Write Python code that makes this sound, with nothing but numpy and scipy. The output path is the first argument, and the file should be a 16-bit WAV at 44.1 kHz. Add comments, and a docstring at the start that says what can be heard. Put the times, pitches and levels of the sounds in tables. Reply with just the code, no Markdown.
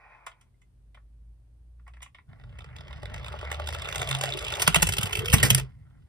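"""Toy van on a plywood ramp

A die-cast toy van is rubbed and clicked in the hands, then rolls down a plywood ramp, drops onto a table,
bumps a cushion, bounces and stops. Contact forces excite damped modes of the van, axles and plywood;
shaped noise gives the rumble and hollow bands, decaying sines the landings. Behind them lie room air,
mains hum and a far engine. Two ports on one small housing hear it, above a toy box, then beside the ramp.
"""
import sys
import numpy as np
from scipy import signal
from scipy.fft import rfft, irfft, next_fast_len
from scipy.io import wavfile
from scipy.ndimage import uniform_filter1d, map_coordinates

SR = 44100
rng = np.random.default_rng(int(sys.argv[2]) if len(sys.argv) > 2 else 0)


def transcribe(signal):
    """Save signal, clipped to [-1, 1], as a 16-bit WAV file at the path in sys.argv[1]."""
    frames = np.atleast_2d(signal).T
    limited = np.clip(frames, -1, 1)
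    pcm = np.round(limited * 32767).astype(np.int16)
    wavfile.write(sys.argv[1], SR, pcm)


N = 268480  # length [samples]
RAMP_ENDS_S = 4.6


def rolling():
    """Superposition: contacts on ramp and table, axle pings, board sound and landings add linearly."""
    tick_rows = ticks()
    ramp_ticks = brightened([(*row, TICK_S, TICK_RISE) for row in tick_rows if row[0] < RAMP_ENDS_S],
                            at_db=-19.0, slope=0.57)
    table_ticks = brightened([(*row, TABLE_TICK_S, TICK_RISE) for row in tick_rows if row[0] > RAMP_ENDS_S],
                             at_db=-8.5, slope=0.45)
    t = np.arange(N) / SR
    on_ramp = np.clip((RAMP_ENDS_S - t) * 10 + .5, 0, 1)  # 0.1 s crossfade
    forces = rolling_forces()
    ramp = van(ramp_ticks, place=1, steady=[on_ramp * f for f in forces], span=(2.2, 4.8))
    table = van(clacks() + table_ticks, place=2, steady=[(1 - on_ramp) * f for f in forces], span=(4.5, N / SR))
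    board = plywood_knocks() + board_rumble() + board_notes()
    hum_and_bands = tread_hum() + hollow_bands()
    return ramp + table + axle_pings(ramp_ticks, table_ticks) + board + hum_and_bands + landings()


# Rolling contact: (time [s], board rumble level [dB], tyre noise level [dB])
ROLL = [(2.27, -75, -101), (2.29, -49, -71.5), (2.7, -44.5, -62), (3.2, -39.5, -53.5), (3.7, -39, -49.5),
        (4.1, -41, -42), (4.35, -42, -45.5), (4.6, -36, -40.5), (4.9, -33.5, -43.5), (5.22, -40, -45.5),
        (5.4, -30, -38.5), (5.6, -28.5, -41), (5.63, -35, -54), (5.7, -44.5, -70), (5.93, -52.5, -76.5),
        (6.03, -49, -73), (6.09, -56.5, -76)]
ROLL_STARTS_S = ROLL[0][0]
# Middle and fine force levels at the reference tyre level; dB gained for each dB of tyre noise
TYRE_REFERENCE_DB = -46
MIDDLE_DB, MIDDLE_GROWS = -49.5, 1.3
FINE_DB, FINE_GROWS = -56, 2


def rolling_forces():
    """Rough-surface excitation: low, middle and high forces mix a steady part with small axle knocks."""
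    _, tyre_db = curves(ROLL)
    knocks = jiggle(60, t60=.025, spread_db=4)
    over_db = tyre_db - TYRE_REFERENCE_DB
    tyre = amp(tyre_db + 2.6 * wobble(15))
    middle = amp(MIDDLE_DB + MIDDLE_GROWS * over_db)
    fine = amp(FINE_DB + FINE_GROWS * over_db)
    return tyre * (0.36 + 0.19 * knocks), middle * (0.78 + 0.8 * knocks), fine * (0.12 + 0.51 * knocks)


# Modes of the van: (frequency [Hz], width [Hz], level in the hands [dB], on the ramp [dB], on the table [dB])
VAN = [(394, 300, -30, -4, -8), (597, 330, -11.5, -1.5, -7.5), (806, 380, -9.5, -0.5, -4.5),
       (1060, 210, -0.5, -5.5, -8), (1366, 320, -4, 2, -2), (1962, 454, 0.5, 1.5, -1.5),
       (2480, 680, -6.5, -3.5, -8), (3175, 890, -3, -1.5, -4), (4930, 1440, -19.5, -12.5, -12),
       (6340, 1420, -4, -2.5, -6.5), (7530, 1600, -1, 3, -1), (8860, 4970, 2, 0.5, 1),
       (10050, 120, -37, -24.5, -16.5), (12600, 1600, -55, -7.5, -4.5), (12740, 6300, -23.5, -10.5, -4.5)]
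LOW_HZ, HIGH_HZ = 2450, 5500  # borders of the low, middle and high mode groups


def van(events, place, steady, span):
    """Modal excitation: spiky contacts and steady forces ring every mode, each blow at a new strength.

    events: (time, force, low modes, high modes, contact length, rise as a share of the length)."""
    t = np.arange(SR // 16) / SR
    first, last = (round(edge * SR) for edge in span)
    s, db, low_db, high_db, length, rise = np.transpose(events)[..., None]
    draws = rng.standard_normal((len(s), 2 * len(t) + len(VAN)))
    noise, spikes, luck = np.split(draws, [len(t), 2 * len(t)], axis=1)
    onset = 1 - np.exp(-t / (rise * length))
    release = np.exp(-(t / length) ** 2) + 0.11 * np.exp(-t / (2.7 * length))
    chatter = unit(noise * amp(3 * spikes)) * onset * release
    where = ((s * SR).astype(int) - first + np.arange(len(t))).ravel()
    out, grain = np.zeros(N), rng.standard_normal(N)
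    for k, (hz, width, *strength_db) in enumerate(VAN):
        group = int(hz > LOW_HZ) + int(hz > HIGH_HZ)
        size = amp(db + (low_db, 0, high_db)[group] + 2.4 * luck[:, [k]])
        blows = np.bincount(where, (size * chatter).ravel(), N)[:N][:last - first]
        rolling_force = (steady[group] * grain * amp(2.8 * wobble(22)))[first:last]
        sign = (-1) ** k  # neighbouring modes alternate in polarity
        out[first:last] += sign * amp(strength_db[place]) * ring(blows + rolling_force, hz, width)
    return out


# Bursts of axle ticks, about two a wheel turn:
# (first tick time [s], last tick time [s], first force [dB], last force [dB], low modes relative level [dB])
RATTLES = [(2.396, 2.436, -60.5, -56, 1.5), (2.5865, 2.642, -45, -48.5, -5.5),
           (2.762, 2.806, -43, -45.5, -6), (2.8793, 2.9268, -49, -49, -2),
           (3.0288, 3.0539, -43.5, -42.5, -3), (3.1398, 3.1775, -38.5, -46.5, -5),
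           (3.243, 3.28, -42, -42, -3.5), (3.3251, 3.372, -45, -56.5, -3.5), (3.41, 3.448, -42, -43.5, -2),
           (3.514, 3.5426, -32.5, -41, -3), (3.5953, 3.618, -46.5, -47, 4),
           (3.671, 3.724, -32, -37.5, -5.5), (3.745, 3.7458, -34, -37.5, -5),
           (3.7825, 3.818, -47.5, -35.5, -8), (3.848, 3.8857, -47, -33, -5.5),
           (3.9239, 3.9562, -34, -30, -3.5), (3.979, 3.9953, -32, -37.5, -21),
           (4.0151, 4.0267, -28.5, -35, -2), (4.072, 4.087, -39, -31.5, -21),
           (4.11, 4.147, -29.5, -29.5, -5), (4.2095, 4.2344, -28, -25.5, -4.5),
           (4.2548, 4.2885, -32.5, -36, -4.5), (4.308, 4.336, -42, -35, -11.5),
           (4.389, 4.423, -33, -36.5, -23), (4.445, 4.479, -33.5, -36, -18.5),
           (4.52, 4.554, -36, -34.5, -14.5), (4.868, 4.8877, -22.5, -20.5, -10),
           (4.921, 4.935, -26.5, -25.5, -12), (4.9658, 4.981, -28, -23.5, -9.5),
           (5.009, 5.029, -27.5, -22, -14), (5.055, 5.067, -30, -30.5, -11.5),
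           (5.127, 5.189, -25.5, -27.5, -12.5), (5.2555, 5.28, -28, -29, -12),
           (5.297, 5.316, -30.5, -32.5, -20)]
TICK_GAP_S, TICK_STRAY_S = .021, 0.0031  # nominal gap; random shift inside a burst
BETWEEN_DB, TICK_SCATTER_DB = -4, 2.5  # inner ticks against the ends; their spread
TICK_S, TABLE_TICK_S = 0.0049, 0.0072  # contact length on ramp and table
TICK_RISE = 0.31  # rise as a share of the contact, also in the hands


def ticks():
    """Intermittent contact: (time, force, low modes) rows fill each burst unevenly, weaker inside."""
    rows = []
    for first, last, first_db, last_db, low_db in RATTLES:
        u = np.linspace(0, 1, round((last - first) / TICK_GAP_S + .2) + 1)
        inside = (u > 0) & (u < 1)
        stray, size = rng.standard_normal((len(u), 2)).T
        when = first + u * (last - first) + inside * TICK_STRAY_S * stray
        db = first_db + u * (last_db - first_db) + inside * (BETWEEN_DB + TICK_SCATTER_DB * size)
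        rows += zip(when, db, low_db + 0 * u)
    return rows


def brightened(events, at_db, slope):
    """Nonlinear contact: harder blows reach further into the high modes."""
    return [(s, db, low_db, slope * (db - at_db), *rest) for s, db, low_db, *rest in events]


# Body clattering on the table: (time [s], force [dB], high modes relative level [dB],
# contact length [s], rise [share of the length])
CLACKS = [(4.593, -30, -10, 0.025, 0.26), (4.618, -18, -5.5, 0.0094, 0.29),
          (4.664, -27.5, -24, 0.015, 0.27), (4.675, -8.5, -8.5, 0.0053, 0.34),
          (4.7441, -14, -9.5, 0.0047, 0.074), (4.7556, -15.5, -7.5, 0.0088, 0.19),
          (4.8202, -22, -3.5, 0.0092, 0.13), (4.8265, -13.5, -3, 0.0046, 0.2),
          (5.325, -13, -4, 0.017, 0.93), (5.334, -15, -2, 0.0098, 0.55), (5.386, -32.5, -21, 0.0028, .1),
          (5.4278, -16, -3.5, 0.011, 0.11), (5.4413, -21.5, -7, 0.024, 0.35),
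          (5.502, -16.5, -2, 0.0081, 0.071), (5.547, -19.5, -0.5, 0.0037, .08),
          (5.5775, -30, -8, 0.011, .08)]


def clacks():
    """Impact excitation: each clack drives the low modes 8.5 dB below the middle ones."""
    return [(s, db, -8.5, *rest) for s, db, *rest in CLACKS]


# Axle's short ping, on the ramp and on the table: (frequency [Hz], width [Hz], level over the tick [dB])
AXLE = [
    [(3548, 460, 16), (4967, 210, 7.5)],
    [(2640, 300, 22), (3090, 230, 22)],
]
# Clearest axle pings on the ramp: (time [s], strike level [dB])
PINGS = [(3.5458, -29.5), (3.8212, -31.5), (3.8563, -33.5), (3.9255, -26), (3.9579, -29), (3.9974, -23),
         (4.0741, -27), (4.1109, -27), (4.128, -21.5), (4.1704, -29), (4.2906, -28.5), (4.3234, -28),
         (4.337, -26), (4.3884, -30), (4.4817, -33), (4.5206, -28), (4.5391, -23.5)]
PING_LATE_S = 0.0028  # delay after the tick
PING_GROWS_S, PING_BEFORE_DB = 5.1, -10  # table pings are weaker before this moment


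def axle_pings(ramp_ticks, table_ticks):
    """Impulse response: each tick also strikes narrow axle modes a moment later."""
    on_ramp = pings(ramp_ticks, AXLE[0], 4, PING_LATE_S)
    hz, width, _ = AXLE[0][0]
    clear = pings(PINGS, [(hz, width, 16)], scatter_db=-3)
    on_table = pings(table_ticks, AXLE[1], 2.5, PING_LATE_S)
    weaker_first = amp(PING_BEFORE_DB * (np.arange(N) / SR < PING_GROWS_S))
    return on_ramp + clear + on_table * weaker_first


# Dull knocks of the wheels on the plywood: (time [s], strike level [dB])
KNOCKS = [(3.029, -31), (3.338, -28.5), (3.427, -27), (3.512, -31), (3.596, -22), (3.967, -34)]
# Modes of the plywood: (frequency [Hz], width [Hz], level over the strike [dB])
PLY = [(400, 110, 7.5), (600.3, 60, 11.5), (847, 125, 9.5), (1148.5, 130, 9)]


def plywood_knocks():
    """Plate modes: wheel knocks and a random patter strike the plywood's resonances."""
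    _, tyre_db = curves(ROLL)
    patter_db = np.where(np.arange(N) / SR < RAMP_ENDS_S, tyre_db + 12, -150)
    small = patter(patter_db, per_second=120, spread_db=13)
    return pings([*KNOCKS, *small], PLY, scatter_db=2.5)


def patter(level_db, per_second, spread_db):
    """Random point process: (time, level) rows of small knocks lie at or below a level curve."""
    when, size = rng.random((round(per_second * N / SR), 2)).T
    return np.c_[when * N / SR, level_db[(when * N).astype(int)] - spread_db * size]


# Rumble spectrum of the board: (frequency [Hz], spectral level [dB])
BOARD = [(25, -42), (49, 1.5), (96, -2), (150, -4.5), (184, -18.5), (296, -19.5), (430, -55), (730, -120)]


def board_rumble():
    """Broadband plate radiation: low coloured noise wavers and follows the rumble level."""
    rumble_db, _ = curves(ROLL)
    return amp(rumble_db) * unit(hiss(BOARD) * amp(2.8 * wobble(7.2)))


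# Two swells of the board's own note: (start [s], peak [s], end [s], peak level [dB], frequency [Hz])
BOARD_NOTE = [(3.967, 4.119, 4.51, -31.5, 133.9), (5.411, 5.535, 5.706, -23, 131.4)]


def board_notes():
    """Resonance: the board's own note swells and fades as an unsteady sine."""
    notes = 0
    for start, peak, end, db, hz in BOARD_NOTE:
        swell, = curves([(start, db - 16), (peak, db), (end, db - 22)])
        notes = notes + tone(hz, swell, waver_db=1.6)
    return notes


# Hum of the tread ripples: (time [s], level [dB])
OUT_OF_ROUND = [(3.2, -40.5), (3.788, -36.5), (3.9, -66.5)]
TURNS_PER_S, AT_S, SPEEDS_UP = 6.25, 3.6, 2.2  # wheel speed at AT_S [s]; turns/s gained each second
RIPPLES = 12  # per wheel turn


def tread_hum():
    """Periodic excitation: the hum's pitch is wheel speed times ripples per turn."""
    turns = TURNS_PER_S + SPEEDS_UP * (np.arange(N) / SR - AT_S)
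    return tone(RIPPLES * turns, *curves(OUT_OF_ROUND), waver_db=1.5)


# Hollow bands under the wheels, on the ramp and then near the table: (time [s], level [dB], centre [Hz])
HOLLOW = [
    [(3.5, -58.5, 578.5), (4, -49.5, 641.5), (4.25, -43.5, 747.5), (4.31, -38, 720)],
    [(4.27, -81, 364), (4.33, -39.5, 361), (4.5, -60, 364), (5.05, -50, 398), (5.22, -39.5, 430),
     (5.55, -41.5, 421), (5.65, -49.5, 413)],
]


def hollow_bands():
    """Modulated narrowband noise: slow noise on two quadrature carriers makes a wandering band."""
    out = np.zeros(N)
    for rows in HOLLOW:
        db, hz = curves(rows)
        lowest_hz = min(row[2] for row in rows)
        centre = np.maximum(hz, lowest_hz) + 35 * wobble(15)
        phase = 2 * np.pi * np.cumsum(centre) / SR
        band = unit(wobble(130) * np.cos(phase) + wobble(130) * np.sin(phase))
        out += soft(db) * unit(amp(2.5 * wobble(30))) * band
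    return out


# Wheels landing on wood: (time [s], swing level before damping [dB], ring frequency [Hz])
THUMPS = [(4.679, -10, 153.5), (4.764, -14.5, 155), (4.825, -13, 163), (4.887, -18.5, 104),
          (4.986, -16.5, 114.6), (5.036, -20, 102), (5.185, -17.5, 103), (5.3372, 17, 117),
          (5.436, -2, 121), (5.511, -9.5, 121), (5.551, -17, 133)]
THUMP_T60_S, DAMPING = 0.044, 0.33  # decay at 0 dB; harder landings damp the wood sooner
PRESS_S, PRESS_GROWS = 0.0034, 0.27  # onset at 0 dB; harder landings press longer


def landings():
    """Damped oscillation: each landing gives one low, short swing and a rough thud."""
    out, rough, t = np.zeros(N + SR), np.zeros(N + SR), np.arange(SR // 3) / SR
    for s, db, hz in THUMPS:
        press = (1 - np.exp(-t / (PRESS_S * amp(PRESS_GROWS * db)))) ** 2
        t60 = THUMP_T60_S * amp(-DAMPING * db)
        swing = amp(db - 60 * t / t60) * press * np.sin(2 * np.pi * hz * t)
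        start = round(s * SR)
        out[start:][:len(t)] -= swing
        rough[start:][:len(t)] += amp(min(db, 0) - 17.5) * np.exp(-t / .02)
    return out[:N] + ring(rough[:N] * rng.standard_normal(N), hz=170, width=150)


def hands():
    """Superposition: finger friction, clicks of loose parts and nail taps add."""
    rub = rub_level()
    return handling_clicks(rub) + nail_taps() + rubbing(rub)


# Fingers sliding on the body: (time [s], reference level [dB])
RUB = [(0.0, -47.5), (0.255, -51.5), (0.33, -57), (0.5, -79)]


def rub_level():
    """Friction: the slide's amplitude follows its level curve and flutters."""
    return amp(curves(RUB)[0] + 2.0 * wobble(44.5))


# Friction spectrum of the skin: (frequency [Hz], spectral level [dB])
SKIN = [(210, -45), (350, -25.5), (885, -7), (1940, -21), (2550, -6.5), (2800, -45), (6000, -43),
        (13200, -120)]
# Thin tones within the rubbing: (frequency [Hz], relative level [dB])
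STRANDS = [(888, -1.5), (1050, -1), (1470, -5), (1900, -6)]


def rubbing(rub):
    """Friction noise: sliding gives coloured hiss threaded with narrow resonances."""
    strands = sum(amp(db) * ring(rng.standard_normal(N), hz, width=17) for hz, db in STRANDS)
    return rub * (amp(-10.5) * hiss(SKIN) + amp(-15.5) * strands)


# Clicks of loose parts: (time [s], force [dB], low modes relative level [dB], high modes relative level [dB])
HANDLING = [(0.2631, -39.5, 0, -9), (0.269, -44.5, 0, -25), (0.313, -55, -6, -27), (0.41, -59, -6.5, -3),
            (0.615, -65, -6, -5), (0.944, -52, -4.5, -20), (0.97, -71, 14, -19), (1.793, -74.5, 7, -20),
            (1.864, -66, 10, -20), (1.876, -52, 1.5, -15), (1.935, -55, -3.5, -20),
            (1.966, -62.5, 4.5, -16), (2.003, -59, 0, -28), (2.0187, -44.5, -7.5, -9),
            (2.0255, -43.5, -13, -4.5), (2.058, -53, -2, -31), (2.145, -45, -7, -26),
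            (2.183, -56.5, 0.5, -31)]


def handling_clicks(rub):
    """Modal excitation: clicks ring the held van while rubbing stirs its low and middle modes."""
    stir = amp(-18.5) * rub, amp(-27.5) * rub, 0 * rub
    clicks = [(*row, 0.0077, TICK_RISE) for row in HANDLING]  # contact length [s], rise [share]
    return van(clicks, place=0, steady=stir, span=(0, 2.4))


# Nail taps: (time [s], strike level [dB])
TAPS = [(.542, -76), (.618, -64)]
# Mode of the tapped panel: (frequency [Hz], width [Hz], level over the strike [dB])
SHELL = [(2060, 130, 22.5)]


def nail_taps():
    """Impulse response: light taps ring one narrow panel mode."""
    return pings(TAPS, SHELL, scatter_db=-2.5)


# Swell of the room's bass and hum at first: (time [s], gain [dB])
SETTLE = [(0, -10.5), (.8, -0.5)]


def background():
    """Superposition: room air, mains hum and a far engine lie under the events."""
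    t = np.arange(N) / SR
    bass, rest = room_air()
    swell = amp(np.interp(t, *np.transpose(SETTLE)))
    wider = amp(2.1 * (t > ROLL_STARTS_S))  # beside the ramp the air hisses a little louder
    return swell * (bass + mains_hum()) + wider * rest + far_engine()


# Room air spectrum: (frequency [Hz], spectral level [dB])
AIR = [(25, -13), (68, -6.5), (206, -24), (405, -34), (1260, -45.5), (7110, -56), (9570, -48.5),
       (11800, -63.5), (13500, -54.5), (16000, -85.5)]


def room_air():
    """Spatial coherence: bass is shared by the ports, higher noise is independent at each."""
    shared, own = rng.standard_normal(N), rng.standard_normal((2, N))

    def turn(hz):
        return np.pi / 2 * hz / (hz + 350)

    bass = filtered(shared, lambda hz: amp(along(AIR, hz)) * np.cos(turn(hz)))
    rest = filtered(own, lambda hz: amp(along(AIR, hz)) * np.sin(turn(hz)))
    gain = amp(-60.5) / np.std(bass + rest)
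    return gain * bass, gain * rest


# Mains hum before the bass swell: (frequency [Hz], peak level [dB])
MAINS = [(120, -63)]


def mains_hum():
    """Periodic source: a sine at the hum frequency wavers slowly in level."""
    t = np.arange(N) / SR
    return sum(amp(db + 1.0 * wobble(4.0)) * np.sin(2 * np.pi * hz * t) for hz, db in MAINS)


# Far engine: (time [s], level [dB])
DRONE = [(0, -65), (.6, -66.5), (.85, -53), (1.3, -49), (1.45, -55), (1.75, -48.5), (2.03, -48.5),
         (2.12, -70), (2.3, -102)]


def far_engine():
    """Periodic source: a low sine starts at 46.3 Hz and rises 6.8 Hz each second."""
    return tone(46.3 + 6.8 * np.arange(N) / SR, *curves(DRONE), waver_db=.7)


# Reverberation: (frequency [Hz], t60 [s])
ROOM = [(300, 0.15), (2000, 0.115)]


def room(x, top_hz):
    """Diffuse reverberation: two unlike noise tails decay at a frequency-dependent rate."""
    hz, t, z = signal.stft(rng.standard_normal((2, SR // 2)), SR, nperseg=256)
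    band = ((hz > 250) / (1 + (hz / top_hz) ** 4))[:, None]
    decay = amp(-60 * t / along(ROOM, hz)[:, None])
    tail = signal.istft(z * decay * band, SR, nperseg=256)[1]
    delayed = np.pad(x, (300, 0))[None]
    return signal.fftconvolve(delayed, tail / np.linalg.norm(tail[0]), axes=1)[:, :N]


def nearby(x, t60, count):
    """Early reflections: short tails differ at each port and take turns every 0.1 s."""
    t, place = np.arange(SR // 20) / SR, np.arange(N) // (SR // 10) % count
    tails = rng.standard_normal((count, 2, len(t))) * amp(-60 * t / t60)
    wet = 0
    for k, tail in enumerate(tails):
        wet = wet + signal.oaconvolve((x * (place == k))[None], tail / np.linalg.norm(tail[0]), axes=1)
    return filtered(wet[:, :N], lambda hz: hz ** 2 / np.hypot(hz ** 2, 400 ** 2))


# Phase lead of the left port: (frequency [Hz], above the box [rad], beside the ramp [rad])
LEAD = [(0, 0, -6.28), (90, 0, -5.95), (215, 0, -4.5), (350, 0, -2), (450, .4, 0), (700, .8, 1.3),
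        (1100, .7, 1.3), (1950, 0, .3), (2700, 2.8, 4.3), (3600, 1.5, 1.2), (4900, 0, 0),
        (6800, -3.1, -3.1), (16400, -15.7, -15.7)]
# Balance of the ports: (frequency [Hz], left minus right [dB])
BALANCE_DB = [(400, -0.5), (750, 3.5), (1300, 0), (2400, -4), (5000, 0)]


def ports(x, lead):
    """Diffraction: the housing gives the two ports different phase and level."""
    side = np.array([[.5], [-.5]])
    points = np.transpose(LEAD)[0]
    return filtered(x, lambda hz: amp(side * along(BALANCE_DB, hz)) * np.exp(1j * side * np.interp(hz, points, lead)))


def amp(db):
    """Level: decibels become an amplitude ratio."""
    return 10 ** (np.asarray(db) / 20)


def unit(x):
    """Normalisation: scale to rms 1."""
    return x / np.sqrt(np.mean(x ** 2) + 1e-20)


def along(points, hz):
    """Logarithmic frequency: interpolate (frequency, value) points on a log axis."""
    f, v = np.transpose(points)
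    return np.interp(np.log(hz + 1), np.log(f + 1), v)


def curves(rows):
    """Interpolation: one value per sample for each column, -150 outside the table."""
    s, *cols = np.transpose(rows)
    return [np.interp(np.arange(N) / SR, s, c, -150, -150) for c in cols]


def soft(db):
    """Smoothing: gain of a level curve averaged over 20 ms."""
    return uniform_filter1d(amp(db), size=SR // 50)


def wobble(rate):
    """Band-limited fluctuation: a smooth random curve with rate knots a second."""
    return map_coordinates(rng.standard_normal(int(N * rate / SR) + 4), [np.arange(N) * rate / SR])


def filtered(x, response):
    """Linear filtering: multiply the spectrum by a complex response of frequency."""
    m = next_fast_len(N + SR // 2)
    return irfft(rfft(x, m) * response(np.fft.rfftfreq(m, 1 / SR)), m)[..., :N]


def hiss(spectrum):
    """Spectral shaping: coloured noise of rms 1."""
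    return unit(filtered(rng.standard_normal(N), lambda hz: amp(along(spectrum, hz))))


def tone(hz, db, waver_db):
    """Phase accumulation: an unsteady sine follows pitch and level curves."""
    phase = 2 * np.pi * np.cumsum(hz * np.ones(N)) / SR
    return np.sqrt(2) * soft(db) * amp(waver_db * wobble(25)) * np.sin(phase)


def ring(force, hz, width):
    """Resonance: two cascaded peaks form one damped mode; white noise keeps about its rms."""
    b, a = signal.iirpeak(hz, hz / width, SR)
    return np.sqrt(2 * SR / (np.pi * width)) * signal.lfilter(b, a, signal.lfilter(b, a, force))


def jiggle(per_second, t60, spread_db):
    """Intermittent contact: decaying knocks at an almost even pace form an envelope of rms 1."""
    knocks, count = np.zeros(N), int(N * per_second / SR)
    late, size = rng.standard_normal((count, 2)).T
    where = (np.arange(count) + .35 * late) * SR / per_second
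    knocks[np.clip(where, 0, N - 1).astype(int)] = amp(spread_db * size)
    return unit(signal.lfilter([1], [1, -amp(-60 / (t60 * SR))], knocks))


def pings(events, modes, scatter_db, late_s=0):
    """Impulse response: clean strikes ring a few modes, each at a new strength."""
    s, db = np.transpose(events)[:2]
    where = ((s + late_s) * SR).astype(int)
    out = np.zeros(N)
    for hz, width, over_db in modes:
        luck = rng.standard_normal(len(s))
        strikes = np.bincount(where, amp(db + scatter_db * luck), N)[:N]
        out += amp(over_db) * ring(strikes, hz, width)
    return out


def scene():
    """Sound field: direct sound, near reflections, reverberation and background add at both ports."""
    _, above, beside = np.transpose(LEAD)
    held, rolled = hands(), rolling()
    # one shared echo passes through the ports like the van itself
    echoes = room(amp(-14.5) * held + amp(-28.0) * rolled, top_hz=14700)[0]
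    first = np.arange(N) / SR < ROLL_STARTS_S
    direct = ports(held + first * echoes, above) + ports(rolled + ~first * echoes, beside)
    close = nearby(amp(-9.0) * (held + rolled), t60=0.025, count=6)
    far = room(amp(-11.5) * held + amp(-17.0) * rolled, top_hz=10860)
    return direct + close + far + background()


def record(dry):
    """Band limitation: deep bass and treble roll off, and nothing stays from 16.8 kHz up."""

    def response(hz):
        bass_cut = hz ** 2 / np.hypot(hz ** 2, 35 ** 2)
        treble_cut = 1 / np.sqrt(1 + (hz / 15200) ** 60)
        return (hz < 16800) * bass_cut * treble_cut

    return filtered(dry, response)


dry = scene()
out = record(dry)
transcribe(out)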